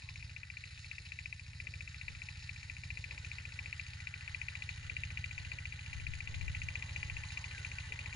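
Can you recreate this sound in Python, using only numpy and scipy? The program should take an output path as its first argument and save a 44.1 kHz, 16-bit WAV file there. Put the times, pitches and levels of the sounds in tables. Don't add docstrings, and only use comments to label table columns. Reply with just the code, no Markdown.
import sys
import numpy as np
from scipy import signal
from scipy.fft import rfft, irfft
from scipy.io import wavfile

SR = 44100
rng = np.random.default_rng(int(sys.argv[2]) if len(sys.argv) > 2 else 0)


def bounce(signal):
    frames = np.transpose(np.atleast_2d(signal))
    limited = np.clip(frames, -1, 1)
    pcm = np.round(limited * 32767).astype(np.int16)
    wavfile.write(sys.argv[1], SR, pcm)


N = 359415

# (time [s], firing rate [1/s])
SPEED_HZ = [(0.0, 14.573), (0.6, 14.548), (1.1, 14.529), (1.7, 14.568), (2.2, 14.595), (2.8, 14.597),
            (3.3, 14.56), (3.9, 14.557), (4.5, 14.511), (5.1, 14.525), (5.9, 14.536), (6.6, 14.55),
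            (7.3, 14.56), (8.15, 14.602)]
FIRST_FIRING_S = .0197
START_M, PACE_M_PER_S = 33.2, 1.29

# (frequency [Hz], level [dB], t60 [s])
HEAD_MODES = [(1767, -18, 0.19), (2045, -9, 0.019), (2376, -4, 0.015), (2566, -6.5, 0.022),
              (2630, -20, 0.042), (2960, -30, 0.031)]
# (time [s], level [dB])
LOAD_DB = [(0, -3), (0.6, -1.5), (1.15, 1), (2.1, -0.5), (2.9, -1), (3.6, 2), (4.5, 2.5), (5.2, 3),
           (5.7, -1.5), (6.35, -0.5), (6.9, 3), (8.15, -4)]
# (middle [s], length [s], level change [dB])
SOFT_SPELLS = [(0.02, .08, -6), (0.17, .08, -1.5), (0.281, .1, -10), (0.76, 0.17, -13.5), (1.038, .1, -15),
               (1.468, 0.16, -15.5), (1.735, .06, -4), (1.93, 0.15, -4), (2.15, .07, -7.5),
               (2.384, .12, -15), (2.583, .11, -8), (2.813, 0.14, -4.5), (3.215, .12, -4.5),
               (3.502, .1, -11), (3.648, .06, -3.5), (3.862, .07, -12), (3.97, .14, -11), (4.207, 0.14, -9),
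               (4.594, 0.094, -3.5), (4.795, .15, -19), (5.1, .07, -8), (5.31, .07, -7), (5.38, .06, -0.5),
               (5.45, .08, -8), (5.605, 0.088, -2), (5.823, 0.19, -6.5), (6.01, 0.057, -5),
               (6.372, 0.2, -3), (6.545, .07, -1), (6.875, .1, -12), (7.15, .11, -1), (7.28, .1, -10),
               (7.533, .18, -7.5), (7.715, .06, 0), (7.85, .07, -12)]
# (time [s], level change [dB])
HARD_KNOCKS = [(0.913, 2), (1.67, 1), (2.08, 2), (2.7, 1.5), (2.903, 3), (6.067, 2.5), (7.785, 2),
               (7.923, 3.5)]
OVERSHOOT_S = .07
KNOCK_DB = -33.5
KNOCK_COLOUR_DB = .8

# (frequency [Hz], level [dB], t60 [s], first swing [+1 out, -1 in])
EXHAUST_MODES = [(32.1, -9, 0.76, -1), (50.2, -1.5, 0.98, -1), (77.2, -8, 0.96, 1), (87, 11.5, 0.085, 1),
                 (112.8, -0.3, 0.8, -1), (134.9, 3, 0.17, -1), (201.7, -21.5, .25, 1),
                 (244.7, -26.5, 0.39, -1)]
EXHAUST_OPENS, CYLINDER_EMPTIES = 0.2316, 0.441
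# (frequency [Hz], gain [dB])
SILENCER = [(15, -21.5), (30, -27.5), (55, -2.5), (100, -16.5), (145, -6.5), (190, -12.5), (245, -24.5),
            (285, -43), (600, -83)]
# (multiple of firing rate [1], depth under unit throb [dB])
HUM = [(13, 30.5), (16, 30.5), (17, 30.5)]
# (time [s], level [dB])
THROB_DB = [(0, -51), (0.25, -47.5), (0.45, -54), (0.7, -51.5), (1.1, -52), (1.72, -48.5), (2.15, -51),
            (2.45, -48), (2.72, -50), (2.86, -46), (3.05, -49.5), (3.25, -48.5), (3.7, -48.5), (4.2, -49.5),
            (4.8, -47.5), (5.17, -44), (5.4, -47), (6.25, -47), (6.5, -44), (6.85, -45), (7.1, -44),
            (7.38, -47.5), (7.65, -46), (7.95, -48), (8.15, -45)]
TURBULENCE_DB, STROKE_SPREAD_DB = -21, .6
# (frequency [Hz], gain [dB])
RUMBLE = [(12, -12.5), (30, -2), (62, 15.5), (100, 6), (150, -5), (190, -15), (300, -26), (600, -24.5),
          (3000, -40), (10000, -36)]

# (share of cycle after the knock [1], level [dB], decay [cycles])
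CONTACTS = [(.0, 16, 0.13), (0.226, 18, 0.069), (0.52, 15.5, 0.11), (0.715, 14, 0.062)]
CONTACT_RISE_CYCLES = 0.018
# (frequency [Hz], width [Hz], gain relative to broad response [dB])
CASE_MODES = [(838.6, 36, 6.5), (917, 26, 0.5), (1076, 38, -1), (1510, 11, 3), (1755, 12.2, 9),
              (1830, 12, -2)]
# (frequency [Hz], gain [dB])
CASING = [(120, -48), (300, -15.5), (700, -21.5), (880, -12.5), (1200, -4), (1500, -1), (2000, 0.5),
          (2600, -22), (3200, -11.5), (5000, -37)]
# (time [s], low ring level [dB], high ring level [dB])
CRANKCASE_DB = [(0, -62, -63.5), (0.6, -65, -60.5), (1.5, -64.5, -65), (1.9, -64.5, -58.5), (2.2, -61, -58),
                (2.95, -59.5, -61), (3.25, -58.5, -55), (4.6, -56, -53.5), (5.4, -55.5, -53.5),
                (6.4, -54, -53.5), (6.9, -50, -51.5), (8.15, -48, -51)]
# (middle [s], level change of low ring [dB])
JOLTS = [(0.08, 6.5), (1.1, 1.5), (2.07, 4), (2.28, 4), (3.13, 5.5), (3.22, 1), (3.37, 3.5), (3.61, 3.5),
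         (4.29, 5), (4.44, 3), (4.58, 4.5), (4.72, 3), (4.98, 0), (5.16, 3.5), (5.39, 4.5), (5.53, 3.5),
         (5.94, 4.5), (6.3, 3), (6.42, 4), (6.72, 1.5), (6.84, 4.5), (6.98, 2), (7.25, 2.5), (7.41, 4),
         (8.06, 0.5)]
JOLT_S = 0.11

# (middle [s], length [s], start [Hz], end [Hz], level [dB])
SLIDES = [(4.139, 0.29, 1350, 1564, -67), (7.586, 0.11, 1666, 1450, -52), (7.756, 0.126, 1660, 1418, -59)]

RATTLE_EDGES_HZ = [1400, 2300, 3100, 3900, 4700, 5600, 6700, 8200, 11000]
# (frequency [Hz], width [Hz], gain relative to broad response [dB])
GUARD_MODES = [(3766, 95, -3), (3970, 110, -8), (4275, 78, -2.5), (4710, 80, -3.5), (5160, 95, -2),
               (6640, 55, -14)]
# (frequency [Hz], gain [dB])
GEARS = [(700, -30), (1400, -9), (1900, 1.5), (2600, -1), (3100, -7), (3800, 0.05), (4500, -0.5),
         (5150, -5.5), (5900, -15.5), (6800, -9), (7300, -4), (8000, -21), (9300, -14), (10400, -33)]
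# (time [s], level [dB])
CLATTER_DB = [(0, -50.5), (0.25, -50.5), (0.43, -54.5), (0.8, -48.5), (1.47, -51.5), (2.1, -49.5),
              (3.6, -49), (4.1, -51), (4.6, -48.5), (5.15, -50.5), (6.3, -50), (6.8, -48.5), (7.6, -47.5),
              (8.15, -49.5)]
# (middle [s], level change [dB])
CLINKS = [(0.1, 3), (0.245, 0), (1.12, 2.5), (2.44, 6.5), (3.12, 2.5), (4.73, 2.5), (5.1, -2), (5.53, 3.5),
          (7.33, 4.5)]
CLINK_S = 0.029
JINGLE_DB = 0.5
BRIGHTEN_DB_PER_M = 0.3055
GEAR_GRAINS_PER_S, GEAR_GRAIN_DB = 5000, 3
CASE_UNEVEN_DB, GEAR_UNEVEN_DB, GEAR_FLICKER_DB = 3, 2.2, 1.9

# (frequency [Hz], gain [dB])
SOIL = [(120, -9), (240, 3.5), (330, -2.5), (560, -0.5), (720, -10), (1100, -17.5), (3000, -46)]
# (middle [s], length [s], level change of churning [dB])
BITES = [(0.05, 1, 7.5), (1.693, 0.25, 13.5), (2.702, 0.072, 4), (3.162, 0.4, 9.5), (3.597, 0.12, 6),
         (3.945, 0.084, 7), (4.938, 0.28, 8), (5.528, 0.54, 6), (6.797, 0.4, 6.5), (7.936, 0.11, 8.5)]
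CHURN_DB = -84.5
SOIL_LOSS_DB_PER_M = 0.9858

# (time [s], lag [s])
GROUND_LAG_S = [(0, 0.00019), (8.15, 0.00018)]
# (time [s], left lag [ms], right lag [ms])
HOLDER_LAG_MS = [(0, 2, 3.1), (2.2, 2.77, 2.3), (4.1, 2.18, 2.13), (8.15, 2.14, 1.95)]
# (time [s], turn [0 facing to 1 aside])
TURN = [(0, 0), (2.6, 0.036), (3.5, 0.27), (4.7, 0.51), (4.9, 0.79), (8.15, 0.69)]
# (frequency [Hz], gain [dB])
LEFT_PORT = [(650, -1), (1050, -9), (1500, -5.5), (1750, -2.5), (2500, 11), (2900, 6.5), (3150, -0.5),
             (3500, -8.5), (3750, -8.5), (5100, -2), (6200, 6.5), (7000, -7.5), (7800, -7), (10300, 7)]
# (frequency [Hz], gain [dB])
RIGHT_PORT_FACING = [(650, -0.5), (900, 4.5), (1500, 0.5), (1750, -5.5), (2000, 0.5), (2250, -7.5),
                     (2480, -9), (2720, 5.5), (3100, 2.5), (4000, 1), (5100, -1), (5650, 5), (6050, -16),
                     (6400, 6), (7200, 3), (8000, -21), (10000, 9.5)]
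# (frequency [Hz], gain [dB])
RIGHT_PORT_TURNED = [(650, -0.5), (900, -5), (1500, -0.5), (1750, -12.5), (2000, 1.5), (2250, -19),
                     (2480, -10.5), (2720, 17), (3100, 6), (4000, 2.5), (5100, -2), (5650, -20.5),
                     (6050, 0), (6400, 12), (7200, -0.5), (8000, -15), (10000, 6)]

# (frequency [Hz], gain [dB])
WIND = [(10, 3.5), (30, 1), (70, 5.5), (120, -4), (200, -17.5), (350, -28), (1500, -87)]
# (middle [s], length [s], peak added to the calm [dB])
GUSTS = [(0.22, 0.16, -70), (2.106, 0.27, -65), (2.656, 0.4, -73), (4.89, 0.17, -62), (5.415, 0.29, -57),
         (6.032, 0.23, -46), (6.482, 0.3, -45.5), (7.12, 0.31, -54.5), (7.876, 0.18, -59)]
CALM_DB = -81
CUTOFF_HZ = 10750


def from_db(db):
    return np.exp(np.asarray(db) * (np.log(10) / 20))


def rms_one(x):
    return x / np.sqrt(np.mean(x ** 2) + 1e-20)


def in_time(rows):
    s, *columns = np.transpose(rows)
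    return [np.interp(np.arange(N) / SR, s, c) for c in columns]


def swell(middle_s, length_s, order):
    offset = np.abs(2 * (np.arange(N) / SR - middle_s) / length_s)
    return np.exp(-np.minimum(offset, 10) ** order)


def drift(rate_hz):
    steps = np.arange(N) / SR * rate_hz
    return rms_one(np.interp(steps, np.arange(4096), rng.standard_normal(4096)))


def colour(x, spectrum):
    hz, db = np.transpose(spectrum)
    bin_hz = np.arange(N // 2 + 1) * SR / N
    log_gain = np.log(from_db(np.interp(np.log(bin_hz + 1), np.log(hz), db)))
    cepstrum = irfft(log_gain, N)
    cepstrum[1:] *= 2 * (np.arange(1, N) < N / 2)
    return irfft(rfft(x) * np.exp(rfft(cepstrum)), N)


def band(x, low_hz, high_hz):
    return signal.sosfilt(signal.butter(2, [low_hz, high_hz], "band", fs=SR, output="sos"), x)


def ring(clicks, hz, t60_s):
    r = from_db(-60 / (t60_s * SR))
    w = 2 * np.pi * hz / SR
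    return signal.lfilter([0, np.sin(w)], [1, -2 * r * np.cos(w), r * r], clicks + 1e-18)


def resonance(x, hz, width_hz):
    r = np.exp(-np.pi * width_hz / SR)
    poles = [1, -2 * r * np.cos(2 * np.pi * hz / SR), r * r]
    return signal.lfilter(np.array([1, 0, -1]) * (1 - r * r) / 2, poles, x)


def once_a_cycle(cycle, share, spread_db):
    at = np.flatnonzero(np.diff(np.floor(cycle - share)))
    clicks = np.zeros(N)
    clicks[at] = from_db(spread_db * rng.standard_normal(256)[:len(at)])
    return clicks


def grains(per_s, spread_db):
    born = rng.random(N) < per_s / SR
    sign = rng.choice([-1, 1], N)
    size = from_db(spread_db * np.minimum(rng.exponential(1, N), 4))
    return rms_one(born * sign * size)


def with_scatter(direct, scatter_db):
    return rms_one(direct + from_db(scatter_db) * rng.standard_normal((2, N)))


def knock(cycle, hardness_db, low_hz, high_hz, tail_db, tail_s):
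    blows = 0
    for hz, db, t60_s in HEAD_MODES:
        clicks = once_a_cycle(cycle, 0, spread_db=KNOCK_COLOUR_DB)
        blows = blows + ring(clicks * from_db(hardness_db + db), hz, t60_s)
    blows = band(band(blows, low_hz, high_hz), low_hz, high_hz)
    age_s = np.arange(SR // 10) / SR
    decay = age_s * np.exp(-age_s / tail_s)
    tail = np.sqrt(np.abs(signal.fftconvolve(blows ** 2, decay / decay.sum())[:N]))
    noise = with_scatter(rng.standard_normal(N), scatter_db=5.5)
    return blows + from_db(tail_db) * tail * rms_one(band(noise, low_hz, high_hz))


def throb(cycle, stroke_spread_db, puff_s, puff_db, turbulence_db, gust_cycles):
    blows = once_a_cycle(cycle, EXHAUST_OPENS, spread_db=stroke_spread_db)
    boom = sum(way * from_db(db) * ring(blows, hz, t60_s) for hz, db, t60_s, way in EXHAUST_MODES)
    from_puff_s = ((cycle - CYLINDER_EMPTIES + .5) % 1 - .5) / in_time(SPEED_HZ)[0]
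    z = from_puff_s / puff_s
    puffs = -from_db(puff_db) * z * np.exp(-z * z / 2)
    since_opening = (cycle - EXHAUST_OPENS) % 1
    rush = rng.standard_normal(N) * np.exp(-since_opening / gust_cycles)
    rush = rms_one(colour(band(rush, 25, 180), SILENCER))
    hum = sum(from_db(-db) * np.sqrt(2) * np.sin(2 * np.pi * np.round(k) * since_opening) for k, db in HUM)
    return rms_one(boom + puffs) + hum + from_db(turbulence_db) * rush


def engine_rumble():
    noise = with_scatter(rng.standard_normal(N), scatter_db=-32.0)
    return from_db(-61.0) * rms_one(colour(noise, RUMBLE))


def shaking(cycle, steady_db, uneven_db):
    power = from_db(steady_db) ** 2
    for share, db, decay_cycles in CONTACTS:
        age = (cycle - share) % 1
        burst = np.exp(-age / decay_cycles) * (1 - np.exp(-age / CONTACT_RISE_CYCLES))
        power = power + from_db(db + uneven_db * drift(15)) ** 2 * burst
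    return rms_one(np.sqrt(power))


def casing(cycle, low_db, high_db, clonk_db, clonk_cycles):
    hits = with_scatter(grains(per_s=1900, spread_db=1.14), scatter_db=-5.0)
    body = hits + sum(from_db(db) * resonance(hits, hz, width_hz) for hz, width_hz, db in CASE_MODES)
    body = rms_one(colour(body, CASING))
    clonk = rms_one(from_db(clonk_db * np.exp(-((cycle - .05) % 1) / clonk_cycles)))
    shake = shaking(cycle, steady_db=13, uneven_db=CASE_UNEVEN_DB)
    low_ring = from_db(low_db) * band(body * clonk, 610, 1086)
    high_ring = from_db(high_db) * band(body * shake, 1330, 4180)
    return low_ring + high_ring


def sliding_ring(flutter_hz):
    out = 0
    for s, length_s, start_hz, end_hz, db in SLIDES:
        hz, = in_time([(s - length_s / 2, start_hz), (s + length_s / 2, end_hz)])
        phase = 2 * np.pi * np.cumsum(hz) / SR
        rough = rms_one(drift(flutter_hz) * np.sin(phase) + drift(flutter_hz) * np.cos(phase))
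        out = out + from_db(db) * swell(s, length_s, order=4) * rough
    return out


def gears(cycle, rattle_db, jingle_db):
    hits = [with_scatter(grains(GEAR_GRAINS_PER_S, GEAR_GRAIN_DB), scatter_db=-13.5) for _ in range(2)]
    shakes = [shaking(cycle, steady_db=9.5, uneven_db=GEAR_UNEVEN_DB) for _ in range(2)]
    parts = 0
    for k, (low_hz, high_hz) in enumerate(zip(RATTLE_EDGES_HZ, RATTLE_EDGES_HZ[1:])):
        if low_hz >= RATTLE_EDGES_HZ[5]:
            level_db = jingle_db + 1.4 * drift(60)
        else:
            level_db = rattle_db + GEAR_FLICKER_DB * drift(80)
        parts = parts + band(hits[k % 2], low_hz, high_hz) * shakes[k % 2] * from_db(level_db)
    guard = sum(from_db(db) * resonance(parts, hz, width_hz) for hz, width_hz, db in GUARD_MODES)
    return colour(parts + guard, GEARS)


def churning(lumpy_db):
    soil = with_scatter(rng.standard_normal(N), scatter_db=-8.0)
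    return rms_one(colour(soil * from_db(lumpy_db * drift(25)), SOIL))


def over_ground(x, bounce_db):
    late = np.arange(N) - in_time(GROUND_LAG_S)[0] * SR
    return x + from_db(bounce_db) * np.array([np.interp(late, np.arange(N), side) for side in x])


def off_holder(x, echo_db, above_hz):
    treble = band(x, above_hz, 14000)
    now = np.arange(N)
    lags_ms = in_time(HOLDER_LAG_MS)
    echoes = [np.interp(now - lag_ms * SR / 1000, now, side) for lag_ms, side in zip(lags_ms, treble)]
    return x + from_db(echo_db) * np.array(echoes)


def through_ports(x):
    turned = np.clip(in_time(TURN)[0], 0, 1)
    facing = (1 - turned) * colour(x[1], RIGHT_PORT_FACING)
    aside = turned * colour(x[1], RIGHT_PORT_TURNED)
    return np.array([colour(x[0], LEFT_PORT), facing + aside])


def diffuse_jingle(clatter_db):
    return from_db(clatter_db - 23.5) * rms_one(band(rng.standard_normal((2, N)), 4300, 8980))


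def breeze(lumpy_db):
    lumps = from_db(lumpy_db * np.array([drift(8.1), drift(10.0)]))
    return rms_one(colour(rng.standard_normal((2, N)) * lumps, WIND))


def scene():
    cycle = np.cumsum(in_time(SPEED_HZ)[0]) / SR
    cycle = cycle - cycle[int(FIRST_FIRING_S * SR)]
    driven_m = PACE_M_PER_S * np.arange(N) / SR
    nearer_db = 20 * np.log10(START_M / np.maximum(START_M - driven_m, 1))
    over_soil_db = nearer_db + SOIL_LOSS_DB_PER_M * driven_m

    fuel_db = in_time(LOAD_DB)[0]
    fuel_db = fuel_db + sum(db * swell(s, length_s, order=4) for s, length_s, db in SOFT_SPELLS)
    fuel_db = fuel_db + sum(db * swell(s, OVERSHOOT_S, order=4) for s, db in HARD_KNOCKS)
    jolt_db = sum(db * swell(s, JOLT_S, order=2) for s, db in JOLTS)
    clink_db = sum(db * swell(s, CLINK_S, order=2) for s, db in CLINKS)
    bite_db = sum(db * swell(s, length_s, order=2) for s, length_s, db in BITES)
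    clatter_db, = in_time(CLATTER_DB)
    low_db, high_db = in_time(CRANKCASE_DB)

    tiller = knock(cycle, KNOCK_DB + nearer_db + fuel_db, low_hz=1760, high_hz=2635,
                   tail_db=-8.0, tail_s=0.0017)
    exhaust = throb(cycle, STROKE_SPREAD_DB, puff_s=0.0023, puff_db=0.0,
                    turbulence_db=TURBULENCE_DB, gust_cycles=0.36)
    tiller += from_db(in_time(THROB_DB)[0]) * exhaust
    tiller += casing(cycle, low_db + jolt_db, high_db, clonk_db=6, clonk_cycles=0.36)
    tiller += sliding_ring(flutter_hz=140)
    jingle_db = JINGLE_DB + clatter_db + BRIGHTEN_DB_PER_M * driven_m
    tiller += over_ground(gears(cycle, clatter_db + clink_db, jingle_db), bounce_db=-11.5)
    tiller += from_db(CHURN_DB + over_soil_db + bite_db) * churning(lumpy_db=4.0)
    ports = through_ports(off_holder(tiller, echo_db=-16.0, above_hz=1960))

    gusts = sum(from_db(db) * swell(s, length_s, order=2) for s, length_s, db in GUSTS)
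    wind = (from_db(CALM_DB) + gusts) * breeze(lumpy_db=5.0)
    wind = wind * from_db([[4.5], [-5.5]])
    return ports + diffuse_jingle(clatter_db) + wind + engine_rumble()


def record(dry):
    return signal.sosfilt(signal.ellip(12, .1, 80, CUTOFF_HZ, fs=SR, output="sos"), dry)


dry = scene()
out = record(dry)
bounce(out)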